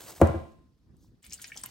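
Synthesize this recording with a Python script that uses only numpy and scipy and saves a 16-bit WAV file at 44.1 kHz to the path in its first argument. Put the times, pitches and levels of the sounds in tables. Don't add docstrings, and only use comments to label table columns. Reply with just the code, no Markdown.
import sys
import numpy as np
from scipy import signal
from scipy.fft import rfft, irfft, next_fast_len
from scipy.io import wavfile
from scipy.ndimage import uniform_filter1d, map_coordinates

SR = 44100
rng = np.random.default_rng(int(sys.argv[2]) if len(sys.argv) > 2 else 0)


def invert_db(x):
    u = np.asarray(x, float) / 20
    return 10 ** u


def dump_mix(stems):
    frames = np.atleast_2d(stems).T
    limited = np.clip(frames, -1, 1)
    pcm = np.round(limited * 32767).astype(np.int16)
    wavfile.write(sys.argv[1], SR, pcm)


N = 74970

# hz, density_db (per Hz)
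ROOM_TONE_COLOUR = [(15, -65), (25, -37.5), (45, -17.5), (70, -14), (92, -16.5), (179, -19.5), (329, -26),
                    (369, -30.5), (600, -43.5), (2000, -53), (2400, -120)]
# hz, density_db (per Hz)
HISS_COLOUR = [(500, -20), (2000, -3), (5000, 0), (6300, -6), (8000, -10), (10300, -6), (12000, -9),
               (16000, -16)]
# hz, t60_s
KITCHEN_DECAY = [(60, .7), (250, .46), (600, .44), (1000, .48), (2000, .47), (4000, .6), (7000, .45),
                 (12000, .27)]
# hz, level_db
KITCHEN_COLOUR = [(60, -27.5), (250, -10), (700, -4), (1500, -2), (2500, 0), (8000, -10.5)]
# start_s, level_db
HAND_MOVES = [(0.0, -60), (0.008, -52.5), (0.048, -56.5), (0.088, -48), (0.148, -59.5), (0.162, -54.5),
              (0.202, -60.5), (0.213, -51.5)]
# hz, density_db (per Hz)
SKIN_COLOUR = [(180, -45), (300, -5.5), (624, -8), (2480, -18.5), (8360, -14.5), (10200, -18), (12100, -13),
               (13500, -30.5), (16000, -12)]
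# start_s, level_db
SLEEVE_MOVES = [(.4, -84), (.47, -80), (.52, -77), (.6, -92), (.9, -96), (.99, -78), (1.035, -68),
                (1.07, -74), (1.13, -92), (1.22, -102)]
# hz, density_db (per Hz)
SLEEVE_COLOUR = [(2000, -40), (3500, -3), (6000, 0), (9000, -4), (12000, -3), (16000, -2)]
# start_s, peak_db, pitch_hz
HAND_TICKS = [
    (.272, -35, 7000),
    (.481, -62, 6600),
    (.482, -68, 15000),
    (.368, -56, 6500),
    (.521, -61, 7000),
    (.968, -56, 9000),
    (1.045, -59, 800),
    (.026, -45, 8000),
    (.19, -48, 9000),
]
# start_s, level_db
STREAM_FLOW = [(1.22, -3), (1.27, -1), (1.288, -7), (1.32, -0.5), (1.355, -0.5), (1.385, -3), (1.42, 2),
               (1.49, 0), (1.51, -4.5), (1.58, -0.5), (1.62, -3), (1.65, 2.5), (1.7, -2.5)]
# hz, density_db (per Hz)
SPRAY_COLOUR = [(240, -59), (400, -15.5), (1290, -22), (1630, -15), (3420, -19.5), (4580, -16.5),
                (8900, -13), (10400, -17), (16000, -16)]
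# hz, likeness (0-1)
SPRAY_LIKENESS = [(60, 0.65), (240, 1), (950, 0.39), (3770, 0.48), (15000, 0.25)]
# start_s, peak_db, centre_hz, spread_octaves, t60_s
WATER_DROPS = [(1.2293, -41.5, 8200, .12, 0.011), (1.2335, -46, 2260, 0.049, .12),
               (1.248, -43, 11770, .06, .04), (1.2642, -40, 8750, 0.18, .03),
               (1.2738, -58, 7120, 0.27, 0.01), (1.2975, -45, 6060, .25, 0.0079),
               (1.3065, -41, 5650, .12, 0.013), (1.316, -46.5, 2460, 0.13, 0.088),
               (1.3235, -32.5, 6030, 0.3, 0.022), (1.3325, -27, 6640, 0.36, 0.026),
               (1.3398, -31, 8020, 0.19, 0.052), (1.378, -49, 4670, 0.078, 0.034),
               (1.397, -44.5, 1800, .4, 0.019), (1.4168, -32.5, 8610, 0.36, .07),
               (1.4428, -35, 5286, .3, .025), (1.4795, -43.5, 6900, .05, .05),
               (1.5187, -46.5, 2870, 0.095, 0.016), (1.5635, -40, 6010, 0.056, 0.023),
               (1.5742, -29, 6350, 0.37, .03), (1.594, -40.5, 8700, .3, 0.053),
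               (1.614, -40.5, 9000, 0.081, .03), (1.6362, -26.5, 7470, 0.54, 0.022),
               (1.6548, -40.5, 7530, .3, 0.0433), (1.6605, -23.5, 11460, 0.18, 0.014),
               (1.5565, -49, 750, 0.65, 0.12), (1.6362, -42, 1020, 0.68, 0.065),
               (1.6548, -41.5, 2000, 1.11, 0.025), (1.4428, -36, 2010, 0.23, .03),
               (1.544, -44.5, 2520, 0.31, 0.0091), (1.242, -42.5, 3070, 0.51, 0.017),
               (1.268, -56, 3800, 0.65, 0.014), (1.336, -48, 2900, 0.062, .06),
               (1.452, -46, 2960, 0.22, 0.06), (1.689, -53.5, 994, 0.33, 0.02),
               (1.686, -57, 3460, 0.37, .03), (1.658, -45, 2661, 0.17, 0.032),
               (1.661, -40, 15300, .06, .02), (1.593, -49.5, 3040, 0.22, 0.015)]
# start_s, peak_db, pitch_hz
BUBBLES = [(1.5, -49.5, 1680), (1.388, -50.5, 1520), (1.258, -51.5, 2340), (1.6, -45.5, 15000),
           (1.274, -47.5, 18000), (0.93, -43.5, 12000), (1.7, -43.5, 1800), (0.78, -29, 15300),
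           (1.333, -36, 14800), (1.6, -53, 1880), (1.592, -48.5, 13000), (1.472, -41.5, 9300),
           (1.333, -42, 12000), (1.229, -52, 15000), (2, -47, 4400), (1, -47, 2260)]
# start_s, peak_db, pitch_hz, t60_s
AIR_POCKETS = [
    (1.5191, -34, 1780, 0.017),
    (1.5187, -32.5, 2280, 0.02),
    (1.5195, -41, 2630, 0.02),
    (1.64, -49.5, 1020, 0.065),
    (1.663, -55.5, 2100, 0.069),
    (1.5725, -33, 3300, 0.0083),
    (1.5723, -39.5, 4600, 0.017),
    (1.6362, -20.5, 8400, 0.0097),
    (1.6345, -35.5, 5700, 0.017),
    (1.6367, -46, 1650, 0.015),
]
# start_s, strength_db, softness_db (per octave)
BOWL_KNOCKS = [
    (0.2004, -23.5, 3.5),
    (0.2146, 0, 1.5),
    (0.286, -14, 9.5),
    (0.342, -24, 1.5),
    (0.351, -18, 16.5),
    (0.404, -31, 11),
    (0.456, -29.5, 11),
]
# pitch_hz, level_db, t60_s, rise_s
BOWL_MODES = [(83.1, -0.5, 0.14, 0.0197), (127.25, -4, 0.069, 0.0084), (222, -9.5, 0.13, 0.0085),
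              (334.2, -2, 0.072, 0.0024), (549.4, 3.5, 0.025, 0.0013), (656.6, -0.5, 0.032, 0.00079),
              (876.8, -13, 0.054, 0.0013), (1059, -10.5, 0.038, 0.00057), (1043, -42, .7, .002),
              (1128.5, -17, 0.057, 0.0011), (1398.5, -18, 0.051, 0.00085), (1620, -23.5, 0.066, 0.00089),
              (1983, -23, 0.045, 0.0024), (2350, -33, 0.045, 0.0023)]
# hz, level_db
CRACK_COLOUR = [(500, -14.5), (2500, 4), (6500, -2.5), (9000, 1), (12000, -4), (16000, -6)]
# centre_hz, width_hz, depth (0-1)
PORT_NOTCHES = [(10300, 800, .94), (13800, 1200, .96)]

CUT_S, FADE_S, RISE_S = 1.222, .015, .045


def unit(x):
    return x / np.sqrt(np.mean(x ** 2) + 1e-20)


def along(points, hz):
    f, value = np.transpose(points)
    return np.interp(np.log(hz + 1), np.log(f + 1), value)


def level(rows):
    s, db = np.transpose(rows)
    before_db = db[0] - 60 * (s[0] > .1)
    return invert_db(np.interp(np.arange(N) / SR, s, db, left=before_db, right=-140))


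def wobble(rate):
    knots = rng.standard_normal(int(N * rate / SR) + 4)
    return map_coordinates(knots, [np.arange(N) * rate / SR])


def filtered(x, response):
    m = next_fast_len(N + SR // 2)
    return irfft(rfft(x, m) * response(np.fft.rfftfreq(m, 1 / SR)), m)[..., :N]


def rush(spectrum, alike, patchy_db):
    z = signal.stft(rng.standard_normal((2, N)), nperseg=256)[2]
    field = uniform_filter1d(rng.standard_normal(z.shape[1:]), size=5, axis=0)
    field = uniform_filter1d(field, size=6, axis=1)
    pair = signal.istft(z * invert_db(patchy_db * unit(field)), nperseg=256)[1][:, :N]

    def mid_side(hz):
        angle = np.arccos(np.clip(along(alike, hz), -1, 1)) / 2
        return invert_db(along(spectrum, hz)) * [np.cos(angle), np.sin(angle)]

    mid, side = filtered(pair, mid_side)
    return unit(np.array([mid + side, mid - side]))


def room(x, t60s, gap_s):
    hz, t, z = signal.stft(rng.standard_normal((2, SR * 3 // 4)), SR, nperseg=256)
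    decay = invert_db(-60 * t / along(t60s, hz)[:, None])
    tail = signal.istft(z * decay, SR, nperseg=256)[1]
    late = np.pad(x, (round(gap_s * SR), 0))
    return signal.fftconvolve(late[None], tail / np.linalg.norm(tail[0]), axes=1)[:, :N]


def splat(start_s, peak_db, hz, octaves, t60):
    size, click, skirt_db = 4096, 4, -27
    own = .3
    t, out = np.arange(size) / SR, np.zeros((2, N + SR))
    noise = rng.standard_normal((3, size))
    ragged = invert_db(2.5 * np.repeat(rng.standard_normal(128), repeats=32))
    push = (noise[0] + own * noise[1:]) * ragged * invert_db(-60 * t / t60)
    push[:, 0] += click * np.sqrt(np.clip(.3 / octaves, 1, 4))
    f, width = np.fft.rfftfreq(size, 1 / SR), hz * octaves * 2
    resonance = (1j * f * width / (hz * hz - f * f + 1j * f * width)) ** 2
    skirt = invert_db(skirt_db) * 1j * f / (1500 + 1j * f)
    burst = irfft(rfft(push) * (resonance + skirt))
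    out[:, round(start_s * SR):][:, :size] = invert_db(peak_db) * burst / abs(burst).max()
    return out[:, :N]


def hiss():
    return invert_db(-83) * rush(HISS_COLOUR, [(1000, .4)], patchy_db=2.0)


def room_tone():
    return invert_db(-59.5 + 3.4 * wobble(13)) * rush(ROOM_TONE_COLOUR, [(60, 0.78), (500, .7), (2000, 0.15)], patchy_db=-2.0)


def hand():
    grit = invert_db(2.0 * wobble(250))
    skin = unit(grit * rush(SKIN_COLOUR, [(300, 0.38), (3000, 1.0), (10000, 0.71)], patchy_db=-1.0))
    rub = skin * level(HAND_MOVES) * invert_db(8)
    ticks = sum(splat(s, db, hz, 0.36, .015) for s, db, hz in HAND_TICKS)
    sleeve = rush(SLEEVE_COLOUR, [(1000, 1.0)], patchy_db=-3.0) * level(SLEEVE_MOVES)
    return rub + ticks + sleeve


def spray():
    gain = level(STREAM_FLOW) * invert_db(-56 + 2.5 * wobble(38))
    return gain * rush(SPRAY_COLOUR, SPRAY_LIKENESS, patchy_db=1.5)


def fizz():
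    per_s, spread_db, low_hz = 1000, 1.6, 2800
    length_s = N / SR - CUT_S
    count, t = int(per_s * length_s), np.arange(300) / SR
    when, pitch, size, ring = rng.random((count, 4)).T[..., None]
    hz = low_hz * 4.0 ** pitch
    peak = invert_db(-spread_db * np.log(0.036 + size))
    grains = peak * np.sin(2 * np.pi * hz * t) * np.exp(-t * hz / (0.51 + 3.5 * ring))
    at = ((CUT_S + when * length_s) * SR).astype(int) + np.arange(300)
    out = np.bincount(at.ravel(), grains.ravel(), N + 300)[:N]
    return invert_db(-62) * level(STREAM_FLOW) * out / out[int(CUT_S * SR):].std()


def plinks():
    rise_s = .0008
    out, t = np.zeros(N + SR), np.arange(4096) / SR
    for s, db, hz, t60 in AIR_POCKETS:
        envelope = invert_db(db - 60 * t / t60) * (1 - np.exp(-t / rise_s))
        out[round(s * SR):][:4096] += envelope * np.sin(2 * np.pi * hz * t)
    return out[:N]


def water():
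    drops = sum(splat(*row) for row in WATER_DROPS)
    bubbles = sum(splat(s, db, hz, 0.14, .045) for s, db, hz in BUBBLES)
    near = invert_db(1.5) * (drops + bubbles + plinks()) + fizz()
    sink = invert_db(-7) * room(near.mean(0), [(2000, 0.18), (12000, .04)], 0.001)
    return near * invert_db(np.array([[.9], [-.9]])) + sink + spray()


def bowl():
    crack_db, crack_t60, crunch_db, crunch_t60 = -20, .014, -23, 0.66
    out, crack, t = np.zeros(N + SR), np.zeros(N + SR), np.arange(SR // 2) / SR
    fade = invert_db(-60 * t / crack_t60) + invert_db(crunch_db - 60 * t / crunch_t60)
    for s, db, soft in BOWL_KNOCKS:
        at = round(s * SR)
        scatter_db = 5 * (db < -5)
        for hz, mode_db, t60, rise in BOWL_MODES:
            dull_db = soft * np.log2(hz / BOWL_MODES[0][0])
            peak_db = mode_db - dull_db + scatter_db * rng.standard_normal()
            envelope = invert_db(db + peak_db - 60 * t / t60) * (1 - np.exp(-(t / rise) ** 2))
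            out[at:][:len(t)] += envelope * np.sin(2 * np.pi * hz * t)
        crack[at:][:len(t)] += invert_db(crack_db + 5.7 * db - 4 * soft) * fade * rng.standard_normal(len(t))
    return out[:N] + filtered(crack[:N], lambda hz: invert_db(along(CRACK_COLOUR, hz)))


def scene():
    t, knock, tone = np.arange(N) / SR, bowl(), room_tone()
    answer = filtered(room(knock, KITCHEN_DECAY, .006), lambda hz: invert_db(along(KITCHEN_COLOUR, hz)))
    tone_before = tone * invert_db(2 * (t < .21))
    first = knock * invert_db(np.array([[.8], [-.8]])) + answer + hand() + tone_before
    thud_db = 3.5 * np.exp(-((t - 1.613) / 0.036) ** 2)
    second = water() + tone * invert_db(-1 + thud_db)
    fade_out = np.clip((CUT_S - t) / FADE_S, 0, 1)
    fade_in = np.clip((t - CUT_S) / RISE_S, 0, 1) ** .5
    return first * fade_out + second * fade_in + hiss()


def roll_off(x):
    return signal.sosfilt(signal.butter(12, 17150, fs=SR, output="sos"), x)


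def record(dry):
    top_hz, low_hz, lag_s = 16300, 34, 1.9e-5

    def microphone(hz):
        port = np.prod([1 - d * np.exp(-((hz - c) / w) ** 2 * 2) for c, w, d in PORT_NOTCHES], axis=0)
        lag = np.exp(2j * np.pi * hz * lag_s * np.array([[.5], [-.5]]))
        band = (hz < top_hz) * hz ** 2 / np.sqrt(hz ** 4 + low_hz ** 4)
        return port * lag * band

    mix = filtered(dry, microphone)
    return roll_off(mix)


dry = scene()
out = record(dry)
dump_mix(out)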